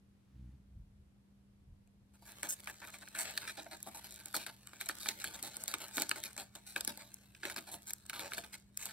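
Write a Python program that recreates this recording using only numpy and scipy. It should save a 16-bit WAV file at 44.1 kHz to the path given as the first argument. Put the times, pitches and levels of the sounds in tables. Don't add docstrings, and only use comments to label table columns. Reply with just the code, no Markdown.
import sys
import numpy as np
from scipy import signal
from scipy.fft import rfft, irfft, next_fast_len
from scipy.io import wavfile

SR = 44100
rng = np.random.default_rng(int(sys.argv[2]) if len(sys.argv) > 2 else 0)


def int16_out(signal):
    q = np.round(np.clip(np.atleast_2d(signal).T, -1, 1) * 32767)
    wavfile.write(sys.argv[1], SR, q.astype(np.int16))


N = 393372
TIME = np.arange(N) / SR

# start_s, tip_db, shell_db, board_db, skid_s
SNAPS = [(1.875, -77, -79, -79, 0), (2.223, -72, -76, -58, 0), (2.4316, -38.5, -40.5, -42, 0.049),
         (2.6732, -54, -39.5, -65, 0.039), (3.076, -74, -51.5, -69, 0), (3.1507, -52, -41.5, -55.5, 0.049),
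         (3.3765, -36.5, -32.5, -61, 0.0022), (3.829, -44, -62, -63, 0), (4.2583, -44, -54, -59, 0),
         (4.3435, -59, -36, -52.5, 0), (4.3651, -35, -41, -50.5, 0.0021),
         (4.4649, -44.5, -43.5, -53, 0.00035), (4.6722, -50.5, -53, -72, 0), (4.733, -64, -52, -58, 0),
         (4.8114, -40, -41, -65, 0.0036), (4.8598, -48, -54, -62, 0.00021), (4.8894, -36, -40, -65, 0.0033),
         (4.8957, -54, -35.5, -49.5, 0.021), (5.0596, -54, -40, -49, 0.045),
         (5.088, -32.5, -32, -49.5, 0.033), (5.2425, -37, -37, -60, 0.051),
         (5.4274, -40, -48, -51.5, 0.062), (5.5687, -40, -63, -52, 0), (5.638, -39.5, -55, -53, 0),
         (5.68, -35, -43.5, -91, 0.048), (5.7401, -38, -32.5, -46.5, 0.014), (5.97, -37, -41, -43, 0.064),
         (5.9811, -40.5, -34.5, -37, 0.051), (5.999, -39, -49, -44.5, 0),
         (6.0207, -30.5, -35.5, -47, 0.019), (6.0937, -36, -42.5, -71.5, 0),
         (6.1134, -41.5, -29, -45, 0.0014), (6.2379, -39.5, -41.5, -72, 0.039), (6.3657, -51, -53, -57, 0),
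         (6.3782, -45.5, -45.5, -51, 0.051), (6.553, -51.5, -54, -55, 0.00033),
         (6.762, -43.5, -32, -40.5, 0.027), (6.8087, -38, -39.5, -52, 0), (6.849, -38.5, -50, -74, 0),
         (6.8767, -34, -37.5, -41.5, 0.033), (6.975, -49.5, -53, -53.5, 0), (7.1426, -46.5, -71, -75, 0),
         (7.3498, -66.5, -55.5, -80, 0), (7.4329, -82, -40, -49, .03), (7.453, -47.5, -37.5, -43.5, 0.039),
         (7.4992, -47.5, -42.5, -56, .03), (7.563, -48, -40.5, -58, 0.032),
         (7.5808, -54, -44, -47.5, 0.0012), (7.7418, -46.5, -48, -53, 0), (7.907, -42.5, -47, -59, 0),
         (7.9348, -35.5, -56, -70, 0), (8.064, -55, -64.5, -85, 0), (8.0974, -43.5, -40, -62, 0.00022),
         (8.132, -56.5, -43, -57, 0.067), (8.1945, -45, -42, -54, 0.027), (8.3196, -73, -40, -56, 0),
         (8.335, -45, -41.5, -63, 0.019), (8.381, -46.5, -38, -51.5, 0.0046),
         (8.438, -65, -51.5, -56, 0.00035), (8.7742, -36, -50, -76, 0), (8.8563, -39, -49, -58.5, 0.018)]
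# time_s, effort_db
LEG_EFFORT = [(2.1, -90.5), (2.3, -58.5), (2.62, -60.5), (3.08, -62), (3.38, -53), (3.68, -65),
              (4.15, -56.5), (4.62, -67), (4.85, -56.5), (6.25, -56), (6.51, -73.5), (6.86, -57),
              (7.3, -70), (7.58, -62), (8.0, -69), (8.35, -54), (8.7, -79.5), (8.92, -57)]
# pitch_hz, level_db, t60_s
SHELL_MODES = [(1253, 2.5, 0.054), (1496, 9.5, 0.016), (1685, 6.5, 0.016), (2233, 2.5, 0.018),
               (2446, -1, 0.019), (3060, -14, 0.0049), (3822, 2, 0.01), (4345, 3, 0.011),
               (4970, -7.5, 0.0067)]
# pitch_hz, level_db, t60_s
BOARD_MODES = [(242.5, -0.5, 0.034), (321.4, 2, 0.057), (393, -5, 0.076), (591, -6, 0.097),
               (666, -3, 0.079), (822.6, 0.5, 0.039), (908, 0, 0.089), (1094, -12, 0.089)]


def undb(db):
    return 10 ** (np.asarray(db) / 20)


def unit(x):
    return x / np.sqrt(np.mean(x ** 2) + 1e-20)


def colour(x, points):
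    hz, db = np.transpose(points)
    size = next_fast_len(x.shape[-1])
    bins_hz = np.fft.rfftfreq(size, 1 / SR)
    gain = undb(np.interp(np.log(bins_hz + 1), np.log(hz), db))
    return irfft(rfft(x, size) * gain, size)[..., :x.shape[-1]]


def band(x, lo_hz, hi_hz, order=2):
    return signal.sosfilt(signal.butter(order, [lo_hz, hi_hz], "band", fs=SR, output="sos"), x)


def band_noise(lo_hz, hi_hz, order=2):
    return unit(band(rng.standard_normal(N), lo_hz, hi_hz, order))


def swell(s, rise_s, hold_s, fall_s):
    return np.exp(np.minimum(TIME - s, 0) / rise_s - np.maximum(TIME - s - hold_s, 0) / fall_s)


def add(out, s, x):
    i = int(s * SR)
    out[:, i:i + x.shape[1]] += x[:, :N - i]


def diffuse(size):
    mid, side = rng.standard_normal((2, size))
    side = colour(side, [(100, -10.5), (600, -1.5), (2000, 0.5), (6000, 1)])
    return np.array([mid + side, mid - side])


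def room_tone(level_db=-68):
    # frequency_hz, density_db
    air_spectrum = [(20, -29), (64, -3), (125, -7), (160, -11), (210, -12), (300, -18.5), (600, -29),
                    (1500, -36), (4000, -41), (6500, -45), (8300, -44.5), (11500, -45), (14500, -53),
                    (16500, -75)]
    return undb(level_db) * unit(colour(diffuse(N), air_spectrum))


def appliance_hum(waver=0.13):
    # pitch_hz, level_db
    hum_tones = [(60, -80), (119.5, -75.5), (199.6, -69.5)]
    hum = np.zeros(N)
    for hz, db in hum_tones:
        tone = np.sqrt(2) * undb(db) * np.sin(2 * np.pi * hz * TIME)
        hum += tone * (1 + waver * band_noise(1, 6.1, order=1))
    return hum


def hand_creak(peak_s=0.357, judder_hz=63, judder_db=-52.5, rustle_db=-83):
    cycles = np.cumsum(judder_hz * (1 + 0.04 * band_noise(2, 25))) / SR
    pulses = np.diff(np.floor(cycles), prepend=0) * (1 + 0.25 * band_noise(5, 50))
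    judder = unit(colour(pulses, [(25, -33), (60, 5.5), (125, -1), (190, -7), (310, -16), (600, -64)]))
    judder *= undb(judder_db) * swell(peak_s, rise_s=0.022, hold_s=0.17, fall_s=0.066)
    rustle = band_noise(400, 2400, order=1)
    rustle *= undb(rustle_db) * swell(peak_s, rise_s=0.2, hold_s=0.17, fall_s=0.066)
    return judder + rustle


def grip_rumble():
    # peak_s, level_db
    grip_shifts = [(.78, -51), (1.0, -61), (1.559, -69), (1.71, -57.5)]
    spectrum = [(12, -21), (30, -2), (60, 4.5), (90, 3), (200, -13), (1000, -64)]
    envelope = sum(undb(db) * swell(s, rise_s=0.069, hold_s=0.021, fall_s=0.061) for s, db in grip_shifts)
    return envelope * unit(colour(rng.standard_normal(N), spectrum))


def tip_crack(lag_s=0.000304, scatter_db=-10, scatter_s=0.0018):
    t = TIME[:256]
    scatter = np.exp(-t / scatter_s) * np.sqrt(2 / (scatter_s * SR))
    paths = undb(scatter_db) * rng.standard_normal((2, len(t))) * scatter
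    paths[0] += np.sinc(t * SR - 2)
    paths[1] -= np.sinc((t - lag_s) * SR - 2)
    claw = signal.iirpeak(rng.uniform(6500, 13000), Q=6, fs=SR)
    return paths + signal.lfilter(*claw, paths)


def shell_pitch(s, sharpness_db, octaves_per_db, blunt_hz=1470, even_hz=3780, sharp_hz=4370):
    hz = min(even_hz * 2 ** (octaves_per_db * sharpness_db), sharp_hz)
    if s < 3.16:
        hz *= 0.6
    return max(hz, blunt_hz)


def ring(modes, pitch_hz, octaves, detune, width, rattle_db, rattle_s):
    hz, db, t60 = np.transpose(modes)[:, :, None]
    t = TIME[:int(t60.max() * SR)]
    shift, size, left, right = rng.standard_normal((4, len(modes), 1))
    gain = undb(db + 2 * size) / (1 + (np.log2(hz / pitch_hz) / octaves) ** 2) / np.sqrt(t60)
    waves = gain * np.exp((2j * np.pi * hz * (1 + detune * shift) - np.log(1000) / t60) * t)
    ports = rng.choice([-1, 1], hz.shape) * np.exp(1j * width * np.hstack([left, right]))
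    shared, own = rng.standard_normal(len(t)), rng.standard_normal((2, len(t)))
    rattle = (shared + width * own) * np.exp(-t / rattle_s)
    rattle = colour(rattle, [(pitch_hz / 4, -18), (pitch_hz, 0), (pitch_hz * 4, -18)])
    return unit((ports.T @ waves).imag) + undb(rattle_db) * unit(rattle * (t < t[-1] / 2))


def strike(out, s, force, bodies, levels_db, length_s):
    for track, response, db in zip(out, bodies, levels_db):
        sound = signal.fftconvolve(force[None], response, axes=1)
        gain = undb(db) * np.sqrt(2 * length_s * SR / (np.sum(sound ** 2) + 1e-20))
        add(track, s, gain * sound)


def snaps(creep_s=0.002, creep_db=-8, splinter_s=0.00067, splinter_db=-1):
    out = np.zeros((3, 2, N))
    t = TIME[:440] - TIME[260]
    creep = undb(creep_db) * unit(np.exp(-abs(t) / creep_s))
    splinter = undb(splinter_db) * unit(np.exp(-abs(t) / splinter_s))
    roughness = np.where(t < 0, creep, splinter) * np.sqrt(2 / len(t))
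    for s, tip_db, shell_db, board_db, _ in SNAPS:
        force = roughness * rng.standard_normal(len(t)) + (t == 0)
        shell_hz = shell_pitch(s, tip_db - shell_db, octaves_per_db=0.068)
        shell = ring(SHELL_MODES, shell_hz, octaves=0.74, detune=0.023, width=0.56,
                     rattle_db=-6.5, rattle_s=0.0023)
        board_hz = np.interp(board_db, [-56, -42], [640, 330])
        board = ring(BOARD_MODES, board_hz, octaves=1.53, detune=0.056, width=0.13,
                     rattle_db=-3.5, rattle_s=0.012)
        levels_db = tip_db, shell_db, board_db - 1
        strike(out, s + t[0], force, (tip_crack(), shell, board), levels_db, length_s=0.0077)
    return out


def slips(size, per_second, spread_db):
    sizes = undb(spread_db * np.minimum(rng.exponential(size=size), 4))
    return (rng.random(size) < per_second / SR) * sizes * rng.choice([-1, 1], size)


def drags(skid_db=(-52, -50, -56), skid_share=0.2):
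    # start_s, length_s, tip_db, shell_db, board_db
    strokes = [(2.135, 0.034, -73, -73.5, -80), (2.25, 0.073, -61, -63.5, -69),
               (2.486, .034, -37, -55, -68), (2.518, 0.025, -40.5, -59, -66),
               (2.816, 0.04, -79, -50.5, -58.5), (2.87, 0.035, -69, -55.5, -65),
               (2.934, 0.034, -57, -53, -64), (3.017, 0.019, -68, -53.5, -59.5),
               (3.18, 0.067, -40.5, -45, -54), (3.242, 0.089, -55, -48, -57.5),
               (3.41, 0.06, -66, -51.5, -62.5), (3.468, 0.041, -53.5, -44, -61),
               (3.568, 0.056, -61, -50.5, -50.5), (3.656, 0.017, -78, -57, -51),
               (3.71, .047, -57.5, -52, -54), (3.861, .038, -55.5, -60, -50),
               (3.943, 0.053, -52.5, -58, -55), (4.039, 0.031, -54, -56.5, -64),
               (4.2, 0.03, -66, -62.5, -71), (4.34, 0.043, -40.5, -43, -47),
               (4.385, 0.061, -56.5, -52, -63.5), (4.472, 0.032, -62, -52, -57),
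               (4.797, .025, -53, -50, -64), (4.997, 0.1, -51, -52.5, -72),
               (5.195, 0.036, -53.5, -49.5, -70), (5.335, 0.028, -53, -51, -56.5),
               (5.537, 0.039, -58, -55, -70), (5.598, 0.033, -55, -70, -62), (5.801, 0.059, -53, -51, -57),
               (5.932, 0.072, -48, -55.5, -68.5), (6.155, 0.036, -52.5, -52, -51.5),
               (6.555, 0.042, -66, -66.5, -66.5), (6.66, 0.098, -56.5, -59.5, -74.5),
               (6.99, 0.047, -61.5, -56.5, -63), (7.667, .038, -56.5, -56, -56.5),
               (7.711, 0.054, -49.5, -57, -56), (7.865, .05, -49, -56, -66), (8.21, 0.075, -56.5, -52, -51),
               (8.364, 0.035, -51, -52, -52.5), (8.524, .034, -52.5, -51, -65),
               (8.788, 0.085, -50, -53, -65), (8.885, 0.036, -59, -53.5, -65)]
    rows = np.array(SNAPS)
    start_s, levels_db, length_s = rows[:, 0], rows[:, 1:4], rows[:, 4]
    extra_db = levels_db - levels_db.mean(axis=0)
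    skids = np.column_stack([start_s, length_s, skid_db + skid_share * extra_db])
    return np.vstack([strokes, skids[length_s > 0]])


def unrest(busy_db=2, stir_db=-7.5):
    power = undb(np.interp(TIME, *np.transpose(LEG_EFFORT)) + busy_db) ** 2
    for start_s, length_s, _, shell_db, _ in drags():
        flurry = swell(start_s, rise_s=0.0071, hold_s=length_s, fall_s=0.028)
        power += (undb(shell_db + stir_db) * flurry) ** 2
    return np.sqrt(power)


def fidget(step_s=0.07, wander_octaves=0.18, levels_db=(-5, -4.5, -11.5)):
    out = np.zeros((3, 2, N))
    pressure = np.hanning(int(2 * step_s * SR))
    for s in np.arange(LEG_EFFORT[0][0] - step_s, TIME[-1] - step_s, step_s):
        force = pressure * slips(len(pressure), per_second=1500, spread_db=4.5)
        shell_hz = 3400 * 2 ** (wander_octaves * rng.standard_normal())
        shell = ring(SHELL_MODES, shell_hz, octaves=0.95, detune=0.046, width=1.0,
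                     rattle_db=-1.5, rattle_s=0.0053)
        board = ring(BOARD_MODES, pitch_hz=630, octaves=6.7, detune=0.045, width=0.3,
                     rattle_db=2.5, rattle_s=0.0015)
        strike(out, s, force, (tip_crack(), shell, board), levels_db, step_s)
    return out * unrest()


def scrapes(bite_s=0.005):
    out = np.zeros((3, 2, N))
    for start_s, length_s, tip_db, shell_db, board_db in drags():
        length_s = max(length_s, 0.01)
        t = TIME[:int(1.15 * length_s * SR)]
        pressure = np.minimum(t / bite_s, 1) * np.exp(-0.16 * t / length_s)
        release = np.minimum((t[-1] - t) / (0.48 * length_s), 1)
        force = pressure * release * slips(len(t), per_second=2200, spread_db=4)
        shell_hz = shell_pitch(start_s, tip_db - shell_db, octaves_per_db=0.04)
        shell = ring(SHELL_MODES, shell_hz, octaves=0.84, detune=0.025, width=0.5,
                     rattle_db=-3, rattle_s=0.00093)
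        board = ring(BOARD_MODES, pitch_hz=678, octaves=0.59, detune=0.03, width=0.62,
                     rattle_db=-6, rattle_s=0.0078)
        strike(out, start_s, force, (tip_crack(), shell, board), (tip_db, shell_db, board_db), length_s)
    return out


def spine_ticks(count=50):
    out = np.zeros((3, 2, N))
    for s in rng.uniform(LEG_EFFORT[0][0], TIME[-1], count):
        effort_db = np.interp(s, *np.transpose(LEG_EFFORT))
        shell = ring(SHELL_MODES, pitch_hz=4370, octaves=0.56, detune=0.05, width=0.86,
                     rattle_db=2, rattle_s=0.0012)
        strike(out, s, np.ones(1), (tip_crack(), shell), (effort_db + 7, effort_db - 1), length_s=0.0048)
    return out


def room(x, wet_db=-14, t60_s=0.29, gap_s=0.007):
    t = TIME[:SR // 2]
    tail = colour(diffuse(len(t)), [(200, 15), (1500, -4), (5000, -4), (15000, -14)])
    tail *= undb(-60 * t / t60_s) * (t > gap_s)
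    tail = unit(tail) / np.sqrt(2 * len(t))
    return x + undb(wet_db) * signal.fftconvolve(x, tail, axes=1)[:, :N]


def scene():
    # frequency_hz, gain_db
    tip_spectrum = [(1500, -44), (4000, -27.5), (5600, -2.5), (7800, 1), (11400, -0.5), (13000, -4),
                    (15600, -5), (16500, -31)]
    tips, shells, board = snaps() + scrapes() + fidget() + spine_ticks()
    shells[0] = np.roll(shells[0], 2)
    beetles = undb(3.5) * colour(tips, tip_spectrum) + band(shells, 810, 8800) + band(board, 133, 1930)
    return room(beetles) + hand_creak() + grip_rumble() + room_tone() + appliance_hum()


def record(dry):
    return signal.sosfilt(signal.ellip(8, 0.2, 70, 16400, fs=SR, output="sos"), dry)


dry = scene()
out = record(dry)
int16_out(out)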